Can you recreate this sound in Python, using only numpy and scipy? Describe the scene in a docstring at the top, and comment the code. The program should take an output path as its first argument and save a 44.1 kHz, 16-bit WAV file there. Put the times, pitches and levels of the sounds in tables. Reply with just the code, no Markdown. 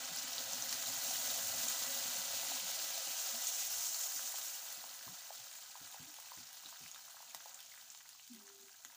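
"""A loud sizzle, made of countless tiny steam bursts, thins to a simmer as the pot cools.
Water runs from a jug into a clay pot of chicken frying in hot oil, in a tiled kitchen.
Random clicks excite resonances for the sizzle and gurgle; damped, rising sines make bubbles, plops and drips.
Oil spits and thuds add shaped noise, glugs are wobbling tones; near the end comes one soft hollow hoot."""
import sys
import numpy as np
from scipy import signal
from scipy.fft import rfft, irfft
from scipy.io import wavfile

SR = 44100
rng = np.random.default_rng(int(sys.argv[2]) if len(sys.argv) > 2 else 0)


def unload_audio(sound):
    """Save the sound as a 16-bit wav file, at the path given as the first command line argument."""
    columns = np.transpose(np.atleast_2d(sound))
    # keep every value between -1 and 1, then stretch to whole-number steps
    steps = np.round(np.clip(columns, -1, 1) * 32767)
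    wavfile.write(sys.argv[1], SR, steps.astype(np.int16))


N = 395116
TIME = np.arange(N) / SR
CUTOFF_HZ = 15480


def from_db(db):
    """Decibels to gain."""
    return 10 ** (np.asarray(db) / 20)


def rms_one(x):
    """Scale to rms 1."""
    return x / np.sqrt(np.mean(x ** 2) + 1e-20)


def in_time(rows):
    """Interpolate each column of a time curve to every sample."""
    s, *columns = np.transpose(rows)
    return [np.interp(TIME, s, column) for column in columns]


def highpass(x, order, hz):
    """Butterworth high-pass."""
    return signal.sosfilt(signal.butter(order, hz, "high", fs=SR, output="sos"), x)


def drift(rate_hz):
    """Slow random curve of rms 1: noise through two equal poles at rate_hz."""
    step = 40  # samples per point of the slow curve
    settling = 2000  # points dropped while the filter settles
    r = np.exp(-2 * np.pi * rate_hz * step / SR)
    noise = rng.standard_normal(N // step + settling + 2)
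    slow = rms_one(signal.lfilter([1], [1, -2 * r, r * r], noise)[settling:])
    return np.interp(np.arange(N) / step, np.arange(len(slow)), slow)


def colour(x, spectrum, size=4096):
    """Causal minimum-phase filter with the given spectrum, built by folding its cepstrum."""
    hz, db = np.transpose(spectrum)
    grid_hz = np.maximum(np.arange(size // 2 + 1) * SR / size, 1)
    gain = from_db(np.interp(np.log(grid_hz), np.log(hz), db))
    cepstrum = irfft(np.log(gain))
    cepstrum[1:size // 2] *= 2
    cepstrum[size // 2 + 1:] = 0
    impulse = irfft(np.exp(rfft(cepstrum)))
    return signal.oaconvolve(x, impulse)[:N]


def resonate(x, hz, width_hz):
    """One two-pole resonance, gain 1 at its peak."""
    r = np.exp(-np.pi * width_hz / SR)
    zeros = np.array([1, 0, -1]) * (1 - r * r) / 2
    poles = [1, -2 * r * np.cos(2 * np.pi * hz / SR), r * r]
    return signal.lfilter(zeros, poles, x + 1e-18)


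def add(out, s, sound):
    """Mix a short sound in at time s."""
    start = max(round(s * SR), 0)
    out[start:start + len(sound)] += sound[:N - start]


def bursts(per_s, spread_db):
    """Random clicks of uneven size; their power stays the same whatever their rate."""
    chance = np.clip(per_s / SR, 1e-5, 1) * np.ones(N)
    at = np.flatnonzero(rng.random(N) < chance)
    size = from_db(spread_db * np.minimum(rng.exponential(1, len(at)), 4))
    sign = rng.choice([-1, 1], len(at))
    out = np.zeros(N)
    out[at] = size * sign / np.sqrt(chance[at])
    return rms_one(out)


def bubbles(per_s, low_hz, high_hz, sharpness, spread_db, patchy_db, count=14):
    """Bubbles of many sizes ring for a few cycles each; every size comes in its own flurries."""
    out = 0
    for hz in np.geomspace(low_hz, min(high_hz, CUTOFF_HZ), count):
        ringing = resonate(bursts(per_s / count, spread_db), hz, hz / sharpness)
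        out = out + ringing * from_db(patchy_db * drift(22.0))
    return rms_one(out)


def pop(hz, cycles, rise, size=2600):
    """A bubble: a sine damped by 1/e every `cycles`, its pitch climbing for two decay times."""
    turns = hz * TIME[:size]
    decays = turns / cycles
    phase = 2 * np.pi * turns * (1 + rise * np.minimum(decays, 2))
    return np.sin(phase) * np.exp(-np.minimum(decays, 40))


def tail(t60_s, size=22050):
    """A dense echo train of unit energy that dies away."""
    t = np.arange(size) / SR
    echoes = rng.standard_normal(size) * from_db(-60 * t / t60_s) * (t > .0007)
    return echoes / np.linalg.norm(echoes)


POT_T60_S = 0.12


def scatter(x, wet_db):
    """Each spot in the pot has its own short train of echoes off the clay walls."""
    return x + from_db(wet_db) * signal.oaconvolve(x, tail(POT_T60_S, size=2600))[:len(x)]


# vigour of the frying: t/s, fine sizzle level/dB, coarse crackle level/dB, finest spray level/dB
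FRYING = [(0.0, -48, -49.5, -58), (1.27, -42, -47.5, -48.5), (2.67, -45, -47, -52),
          (3.69, -42.5, -49.5, -49.5), (3.92, -42, -52, -50), (4.44, -47, -53.5, -52.5),
          (4.79, -53, -56, -58.5), (5.66, -57, -60, -64.5), (6.93, -58, -61, -66),
          (8.46, -63, -66.5, -71.5), (8.96, -63.5, -67.5, -70.5)]
# spectrum of each sizzle layer: f/Hz, level/dB
SIZZLE_COLOUR = [(1500, -26), (3000, -12.5), (4500, -9.5), (5400, -2), (6000, 1.5), (6600, 2.5), (7400, 1),
                 (8200, -7.5), (9500, -10.5), (12000, -37.5), (16000, -6.5)]
CRACKLE_COLOUR = [(900, -32.5), (1700, -16.5), (2300, -6), (3000, -4), (3700, -2), (4600, 0), (5600, -6),
                  (8000, -21.5), (16000, -32.5)]
SPRAY_COLOUR = [(3000, -16), (7000, 7), (9500, 4.5), (11500, 0.5), (13500, 1), (16000, -5.5)]


def sizzle():
    """Droplets flash to steam: sharp snaps and tiny ringing bubbles, fewer as the frying weakens."""
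    fine_db, coarse_db, spray_db = in_time(FRYING)
    per_s = 16000 * from_db(.5 * (fine_db - fine_db.max()))
    surge = from_db(1.0 * drift(33.0))  # the stream lands unevenly
    cracks = rms_one(sum(scatter(bursts(per_s * .12, spread_db=4.0), wet_db=-1.0) for spot in range(4)))

    fine = bubbles(per_s, 4050, 8420, sharpness=12.3, spread_db=3.5, patchy_db=1.5)
    fine = rms_one(colour(fine + 1.1 * cracks, SIZZLE_COLOUR))
    coarse = bubbles(per_s * .45, 1870, 5640, sharpness=9.4, spread_db=2.5, patchy_db=0.74)
    coarse = rms_one(colour(coarse + 0.83 * cracks, CRACKLE_COLOUR))
    spray = bubbles(per_s, 8100, 15500, sharpness=11.0, spread_db=4.0, patchy_db=-0.1, count=8)
    spray = rms_one(colour(spray + 0.72 * cracks, SPRAY_COLOUR))

    layers = from_db(fine_db - 0.55) * fine + from_db(coarse_db - 0.67) * coarse + from_db(spray_db) * spray
    return surge * layers


# lone droplets snapping dry in the oil: t/s, level/dB
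SNAPS = [(0.1624, -26), (0.44, -33), (0.8259, -29), (1.1782, -29), (1.5604, -25), (5.2779, -36),
         (5.5142, -35), (5.528, -37), (5.5545, -35), (5.874, -38), (5.9146, -36), (6.1415, -35),
         (6.201, -35), (6.2249, -36), (6.3754, -37), (6.53, -36), (6.6892, -35), (6.879, -36),
         (7.1275, -42), (7.2233, -37), (7.4584, -42), (7.6047, -36), (7.6657, -45), (7.7375, -41),
         (7.8236, -42), (8.091, -37), (8.2771, -40), (8.3348, -39), (8.3479, -41), (8.362, -41),
         (8.9425, -52)]
# spectrum of one snap: f/Hz, level/dB
SNAP_COLOUR = [(500, -25.5), (1500, -4), (4000, -3.5), (6500, -1), (9000, -2.5), (13500, -9.5),
               (15000, -16.5)]
SNAP_ECHO_DB, SNAP_ECHO_DECAY_S = -4.5, 0.00072  # first echoes off the clay
# small snaps: level at the height of the frying, share of its swing, biggest over smallest
SMALL_SNAP_DB, SMALL_SNAP_FOLLOWS, SMALL_SNAP_SPREAD_DB = -39, 0.52, 7.5


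def snaps(count=260, size=1500):
    """A droplet bursts in one sharp pulse with a few close echoes; many smaller ones pepper the sizzle."""
    fine_db, = in_time(FRYING)[:1]
    level_db = SMALL_SNAP_DB + SMALL_SNAP_FOLLOWS * (fine_db - fine_db.max())
    small = []
    for when, strength in rng.random((count, 2)):
        db = level_db[int(when * N)] + SMALL_SNAP_SPREAD_DB * strength ** 3
        small.append((when * N / SR, db))
    impulse = signal.unit_impulse(size)
    click = colour(impulse, SNAP_COLOUR)[:size]
    out = np.zeros(N)
    for s, db in SNAPS + small:
        echoes = rng.standard_normal(size) ** 3 * np.exp(-TIME[:size] / SNAP_ECHO_DECAY_S)
        pulses = impulse + from_db(SNAP_ECHO_DB) * echoes / np.abs(echoes).max()
        snap = scatter(signal.oaconvolve(pulses, click)[:size], wet_db=-4.5)
        add(out, s, from_db(db - 1.5) * snap / np.abs(snap).max())
    return out


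# oil spits: t/s, level/dB, ring f/Hz, sharp crack level/dB, sputter decay/s
SPITS = [(0.171, -34, 5400, -50, 0.0098), (0.1852, -30.5, 6670, -41, 0.0076),
         (0.3322, -28, 5250, -42, .001), (0.3813, -30, 4300, -42, 0.0034), (0.5336, -26, 5550, -40, .001),
         (0.623, -26.5, 5800, -44, .002), (0.6929, -26.5, 5160, -46, .0015), (0.726, -32, 4850, -40, .005),
         (0.7276, -21.5, 5560, -25.5, .0012), (1.301, -29, 3950, -44, 0.0027),
         (1.684, -24.5, 6600, -44, 0.0017), (1.9345, -32, 3800, -45, .001),
         (3.4704, -21.5, 6340, -41, .002), (3.9445, -30, 4280, -45, .001), (4.4154, -30.5, 5000, -35, .001),
         (6.1645, -44, 3250, -48, 0.0011), (6.47, -44, 5300, -41, .001), (6.6368, -53, 5100, -47, .001),
         (6.6595, -39.5, 3740, -59, .0015), (6.671, -47, 5100, -50, .001), (6.6887, -44, 7600, -47, .001),
         (6.9144, -34, 6360, -41, 0.001), (6.9455, -42, 3500, -40, 0.00092), (7.295, -49, 3000, -42, .002),
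         (7.3472, -39, 6800, -29.5, .002), (7.4585, -48, 5000, -52, .001), (7.4937, -41, 6400, -43, .001),
         (7.5441, -34.5, 7000, -53, 0.0022), (7.5908, -41, 3370, -40, 0.002),
         (7.6042, -44, 3200, -45, .0015), (7.9016, -34.5, 6550, -51, 0.0013),
         (7.948, -44, 4500, -43, 0.00089), (8.0911, -41, 6400, -43, .001), (8.469, -40, 6100, -49, .0015),
         (8.729, -45, 5370, -49, .001), (8.849, -33.5, 6600, -35.5, 0.0012)]


def spits(size=2600):
    """Oil spits with a noise crack, a brief damped ring and a high, band-passed sputter."""
    out, t = np.zeros(N), TIME[:size]
    for (s, db, hz, crack_db, sputter_s), grit in zip(SPITS, rng.standard_normal((len(SPITS), 2, size))):
        crack = signal.lfilter([1], [1, -.45], grit[0] * np.exp(-t / 0.0009))
        crack = from_db(crack_db) * crack / np.abs(crack).max()
        band = resonate(resonate(grit[1], hz, 0.28 * hz), hz, 0.28 * hz)
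        sputter = rms_one(band) * np.exp(-t / sputter_s)
        spit = from_db(db) * (0.84 * pop(hz, cycles=3.5, rise=0.03) + 0.48 * sputter)
        add(out, s, scatter(spit + crack, wet_db=-5.0))
    out = signal.sosfilt(signal.butter(4, 13200, fs=SR, output="sos"), out)
    return highpass(out, 2, 1700)


# resonances of the pot: f/Hz, width/Hz, level/dB
POT_RINGS = [(544, 29, 0.5), (647, 32, -1), (787, 84, 0), (937, 46, -6.5)]


def ring_pot(x, db):
    """A sound in the broth with the ringing of the pot added."""
    return x + sum(from_db(db + ring_db) * resonate(x, hz, width_hz) for hz, width_hz, ring_db in POT_RINGS)


# air in the pot and around it: f/Hz, width/Hz, level/dB
HOLLOW = [(111, 13.6, 0), (142, 21, -8.5), (177, 35, -5), (226, 31, -2), (257.4, 28.5, 5.5),
          (305, 30, -6.5), (400, 34, -13)]


def hollow(x):
    """Low resonances of the pot and the space around it, in alternating sign; nothing deeper radiates."""
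    rings = 0
    for k, (hz, width_hz, db) in enumerate(HOLLOW):
        rings = rings + (-1) ** k * from_db(db) * resonate(x, hz, width_hz)
    return highpass(rings, 2, 62)


# churns hard until the water covers the bottom of the pot, then settles
CHURN_DB, COVERED_S, SETTLE_S, SETTLE_DB, CALM_DB_PER_S = -63.5, 2.75, 0.47, 13, 2.5


def churning():
    """Level of the churning in dB: steady, a quick drop once the bottom is covered, then a slow fade."""
    since = TIME - COVERED_S
    drop_db = SETTLE_DB * (1 + np.tanh(since / SETTLE_S)) / 2
    return CHURN_DB - drop_db - CALM_DB_PER_S * np.maximum(since, 0)


# bubbling of the broth: t/s, level/dB
BROTH = [(0.05, -55), (1.59, -53), (4.27, -58), (5.53, -64), (6.9, -66), (7.55, -65), (7.68, -71),
         (7.8, -67), (8.06, -75), (8.3, -74.5), (8.43, -71.5), (8.78, -72.5), (8.96, -69)]
# spectrum of the bubbling: f/Hz, level/dB
BUBBLING_COLOUR = [(200, -24), (440, -13.5), (540, -3), (700, -1.5), (900, -6), (1400, 1.5), (1800, -3.5),
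                   (2300, -10), (4000, -12)]
# the clay wall rings most under a hard boil
WALL_RING_HZ, WALL_RING_WIDTH_HZ, WALL_RING_DB = 2000, 55, 6.5


def gurgle():
    """Larger bubbles in the broth ring the pot; the churning liquid sounds its hollow."""
    bubbling_db, = in_time(BROTH)
    vigour = from_db(.45 * (bubbling_db - bubbling_db.max()))
    small = bubbles(1500 * vigour, 673, 2280, sharpness=5.9, spread_db=1.0, patchy_db=0.5)
    small = highpass(small + 1.55 * bursts(1200 * vigour, spread_db=1.5), 5, 620)
    # the deepest bubbles fade fastest as the boil weakens
    big = bubbles(700, 496, 685, sharpness=3.0, spread_db=2.5, patchy_db=3.0, count=4)
    big = 0.66 * vigour ** 1.8 * big
    broth = ring_pot(colour(small + big, BUBBLING_COLOUR), db=1.0)
    wall = resonate(broth, WALL_RING_HZ, WALL_RING_WIDTH_HZ)
    broth = broth + from_db(WALL_RING_DB) * vigour * wall
    churn = bursts(260, spread_db=3.0) * from_db(1.9 * drift(9.0))
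    return from_db(bubbling_db + 0.9) * rms_one(broth) + from_db(churning()) * rms_one(hollow(churn))


# weakest pocket against the churning; biggest over smallest
BURBLE_DB, BURBLE_SPREAD_DB = -2, 11.5


def burble(count=150, size=6000):
    """Air pockets of all sizes come up through the churning liquid, each with a short rising note."""
    level_db, out = churning() + BURBLE_DB, np.zeros(N)
    swell = 1 - np.exp(-TIME[:size] / 0.0025)
    for when, pitch, strength in rng.random((count, 3)):
        note = pop(130 * 4.5 ** pitch, cycles=3.5, rise=0.11, size=size) * swell
        db = level_db[int(when * N)] + BURBLE_SPREAD_DB * strength ** 2
        add(out, when * N / SR, from_db(db) * note)
    return out


# level at the height of the frying, share of its swing, biggest over smallest
FOAM_DB, FOAM_FOLLOWS, FOAM_SPREAD_DB = -51, 0.46, 11


def foam(count=560):
    """Single foam bubbles tick at all pitches and stand out more as the sizzle thins."""
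    coarse_db, out = in_time(FRYING)[1], np.zeros(N)
    level_db = FOAM_DB + FOAM_FOLLOWS * (coarse_db - coarse_db.max())
    for when, pitch, strength in rng.random((count, 3)):
        tick = pop(950 * 9.0 ** pitch, cycles=.8 + 1.8 * pitch, rise=0.042)
        db = level_db[int(when * N)] + 12 * pitch + FOAM_SPREAD_DB * strength ** 4
        add(out, when * N / SR, scatter(from_db(db) * tick, wet_db=-6.5))
    return ring_pot(highpass(out, 4, 660), db=0)


# blisters bursting: t/s, level/dB, ring f/Hz, ring decay/cycles
PLOPS = [(0.837, -37.5, 1400, .8), (1.107, -45, 710, 2), (2.431, -41, 770, 1.8), (2.517, -39, 740, 2),
         (2.548, -43, 1980, .8), (2.977, -41.5, 646, 2), (3.073, -46, 695, 1.8), (3.344, -44, 666, 2),
         (4.059, -45, 743, 1), (4.193, -38, 1450, .8), (4.341, -43, 785, 1), (4.383, -41, 1290, .8),
         (4.84, -40, 860, 0.59), (5.01, -43, 1590, 1), (5.078, -46, 1040, 2), (5.3045, -40.5, 700, 2),
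         (5.754, -42, 970, 1.4), (5.944, -44.5, 880, 1), (5.961, -51, 780, 2), (5.983, -49, 1720, 1),
         (6.186, -44, 900, .8), (6.318, -42.5, 1020, 2), (6.376, -49, 1480, 1), (6.6667, -50, 1060, 1),
         (6.689, -54, 1030, .8), (6.7262, -43, 1000, 0.78), (6.7594, -43, 1770, 0.61),
         (6.862, -40, 2290, 0.83), (6.946, -51, 1080, 1), (6.96, -41, 1360, .7), (7.0816, -48, 1200, .7),
         (7.1683, -46, 1250, .7), (7.204, -48, 830, 1.1), (7.2274, -46, 1000, 0.63),
         (7.346, -42, 890, 0.62), (7.405, -49, 1370, 1.3), (7.4577, -43.5, 835, 1), (7.494, -51, 870, .8),
         (7.741, -49, 1770, 1.5), (7.7764, -45, 1870, .8), (7.8231, -53, 1330, .7),
         (7.9485, -54.5, 900, .8), (8.0115, -49, 1630, .7), (8.0911, -67, 1480, .8), (8.1498, -55, 1150, 2),
         (8.411, -55, 1180, 2), (8.4786, -49.5, 1510, .8), (8.5, -49, 1350, .8), (8.694, -52, 1500, 1),
         (8.849, -44, 1500, .7), (8.928, -58, 850, 2)]


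def plops(size=2600):
    """Large blisters open at the surface: the film snaps and the cavity rings."""
    out = np.zeros(N)
    for (s, db, hz, cycles), grit in zip(PLOPS, rng.standard_normal((len(PLOPS), size))):
        snap = resonate(grit * np.exp(-TIME[:size] / 0.0036), hz, 2 * hz)
        cavity = resonate(pop(hz, cycles, rise=0.012), hz, 1.14 * hz)
        plop = cavity / np.abs(cavity).max() + 0.36 * snap / np.abs(snap).max()
        add(out, s, scatter(from_db(db - 0.4) * plop, wet_db=-7.5))
    return ring_pot(highpass(out, 5, 530), db=-8)


# drops from the stream, each trapping a bubble: t/s, level/dB, f/Hz
DRIPS = [(0.381, -34.5, 3750), (0.66, -46, 1950), (0.86, -37, 3750), (1.149, -39.5, 3050),
         (1.302, -41, 3520), (6.835, -54, 2340), (6.885, -51, 2850), (7.305, -53, 2280),
         (7.718, -50.5, 2000), (8.742, -57, 1550)]
DRIP_DECAY_S = 0.0039


def drips():
    """Small trapped bubbles give short, rising chirps."""
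    out = np.zeros(N)
    for s, db, hz in DRIPS:
        chirp = pop(hz, cycles=DRIP_DECAY_S * hz, rise=0.047)
        add(out, s, scatter(from_db(db) * chirp, wet_db=-3.0))
    return out


# steam pockets collapsing deep in the liquid: t/s, level/dB, centre f/Hz, relative heave level/dB
THUDS = [(3.069, -58, 254, -13), (4.149, -61, 265, -2), (4.771, -62.5, 262, -2), (5.062, -55, 275, 0),
         (5.799, -57.5, 280, 3), (5.993, -54, 258, 0), (6.37, -58, 245, -1), (6.652, -61.5, 275, -4),
         (6.804, -60.5, 251, 1), (7.347, -67, 275, -7), (8.853, -67, 262, -14)]


def thuds(size=12000):
    """A steam pocket collapses with a dull bump and a short shudder; the liquid heaves below it."""
    t, out = TIME[:size], np.zeros(N)
    for (s, db, hz, heave_db), noise in zip(THUDS, rng.standard_normal((len(THUDS), 3, size))):
        bump = rms_one(resonate(noise[2], 280, 340)) * np.exp(-t / 0.008)
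        heave = from_db(heave_db) * rms_one(resonate(noise[1], 118, 94))
        heave = heave * (1 - np.exp(-t / 0.0053)) * np.exp(-t / 0.033)
        shudder = rms_one(resonate(noise[0], hz, 0.085 * hz)) * np.exp(-t / 0.032)
        thud = (0.82 * bump + shudder + heave) * (1 - np.exp(-t / 0.0012))
        add(out, s, from_db(db + 4.0) * thud / np.abs(thud).max())
    return signal.sosfilt(signal.butter(2, [55, 480], "band", fs=SR, output="sos"), out)


# the stream drags air under: t/s, length/s, level/dB, start f/Hz, end f/Hz
GLUGS = [(0.4, .15, -70, 112, 120), (1.417, 0.25, -68, 109, 102), (1.561, 0.15, -64, 249, 273.5),
         (1.851, 0.12, -65.5, 264, 247), (2.017, .08, -68, 270, 240), (2.31, .12, -71, 118, 108),
         (2.415, 0.047, -69, 251, 262), (2.468, 0.12, -61, 277, 256), (2.61, 0.09, -68, 165, 182),
         (2.77, 0.16, -73, 332, 362), (3.218, .11, -73, 370, 395), (3.245, 0.075, -71, 270, 250),
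         (3.317, 0.088, -64, 252, 273), (3.57, 0.06, -73.5, 382, 405), (3.7, 0.21, -73.5, 115, 106),
         (3.872, .07, -77, 335, 305), (4.204, 0.06, -71, 265, 255), (4.838, 0.048, -74, 266, 256),
         (5.09, 0.075, -69, 195, 175), (5.39, .06, -73, 118, 126), (6.062, 0.084, -71.5, 340, 262),
         (6.39, 0.08, -74, 134, 115), (6.82, 0.067, -74, 190, 140), (8.596, 0.07, -79, 245, 245)]
GLUG_WOBBLE, GLUG_WAVER_DB = 0.07, 3  # rms unsteadiness of pitch (share) and level


def glugs():
    """A trapped pocket of air swells and fades; its pitch slides and wobbles as it changes shape."""
    out = np.zeros(N)
    wobble = 1 + GLUG_WOBBLE * drift(35)
    waver = from_db(GLUG_WAVER_DB * drift(30))
    for s, length_s, db, start_hz, end_hz in GLUGS:
        at = np.flatnonzero((TIME > s) & (TIME < s + length_s))
        done = (TIME[at] - s) / length_s
        pitch_hz = (start_hz + (end_hz - start_hz) * done) * wobble[at]
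        tone = np.sin(2 * np.pi * np.cumsum(pitch_hz) / SR)
        out[at] += from_db(db + 4.5) * waver[at] * np.sin(np.pi * done ** 0.69) * tone
    return out


# parts of the hoot: t/s, swell/s, held/s, start f/Hz, sag/(Hz/s), rms level/dB, fade/(dB/s)
HOOT = [(8.296, 0.021, 0.11, 250.3, 367, -51.5, 122), (8.345, 0.013, 0.025, 340, -1700, -70, 0),
        (8.365, 0.14, 0.31, 403, 35, -65.5, 14)]
# ringing air of the kitchen: f/Hz, width/Hz, level/dB
HOOT_RINGS = [(254.5, 3.3, 6), (196, 3.8, 5), (294, 3.7, 14)]
HOOT_RELEASE_S, HOOT_WAVER_DB = 0.022, 1.8  # decay time after a part; rms unsteadiness of level


def hoot():
    """A soft, pure hoot: a short low note slides down and fades, then breaks upward into a long, faint one."""
    out = 0
    for s, swell_s, held_s, hz, sag_hz_per_s, db, fade_db_per_s in HOOT:
        t = np.maximum(TIME - s, 0)
        sounding = np.minimum(t, held_s)
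        envelope = np.minimum(t / swell_s, 1) * np.exp(-np.maximum(t - held_s, 0) / HOOT_RELEASE_S)
        level_db = db - fade_db_per_s * sounding + HOOT_WAVER_DB * drift(43)
        pitch_hz = hz - sag_hz_per_s * sounding
        tone = np.sin(2 * np.pi * np.cumsum(pitch_hz) / SR)
        out = out + np.sqrt(2) * from_db(level_db) * envelope * tone
    # lingering rings beat against the fading low note
    return out + sum(from_db(db) * resonate(out, hz, width_hz) for hz, width_hz, db in HOOT_RINGS)


# spectrum of the still kitchen: f/Hz, level/dB
FLOOR_COLOUR = [(20, -4), (60, -11.5), (110, 7), (250, -4), (500, -12), (2000, -14)]
FLOOR_RMS_DB = -82


def kitchen_floor():
    """Steady coloured noise of the still kitchen."""
    return from_db(FLOOR_RMS_DB) * rms_one(colour(rng.standard_normal(N), FLOOR_COLOUR))


KITCHEN_T60_S = 0.14
# the pot's walls cancel a narrow band; depth is a share of its amplitude
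POT_DIP_HZ, POT_DIP_WIDTH_HZ, POT_DIP_DEPTH = 2203, 94, 0.44


def scene():
    """The pot is close; the kitchen answers faintly."""
    pot = sizzle() + snaps() + gurgle() + burble() + foam() + spits() + plops() + drips() + thuds() + glugs()
    pot = pot - POT_DIP_DEPTH * resonate(pot, POT_DIP_HZ, POT_DIP_WIDTH_HZ)
    kitchen = from_db(-10.5) * signal.oaconvolve(pot, tail(KITCHEN_T60_S))[:N]
    floor = kitchen_floor()
    return (pot + kitchen + hoot() + floor)[None]


# response with the port resonance: f/Hz, level/dB
MIC_COLOUR = [(20, -2.5), (13000, 0.5), (13900, 0.5), (14300, 11), (14650, 17), (15000, 16.5), (15400, 18),
              (16500, 5)]


def record(dry):
    """The microphone port rings in the top treble; a steep low-pass cuts the sound above CUTOFF_HZ."""
    steep = signal.ellip(12, .2, 75, CUTOFF_HZ, fs=SR, output="sos")
    return signal.sosfilt(steep, colour(dry[0], MIC_COLOUR))[None]


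dry = scene()
out = record(dry)
unload_audio(out)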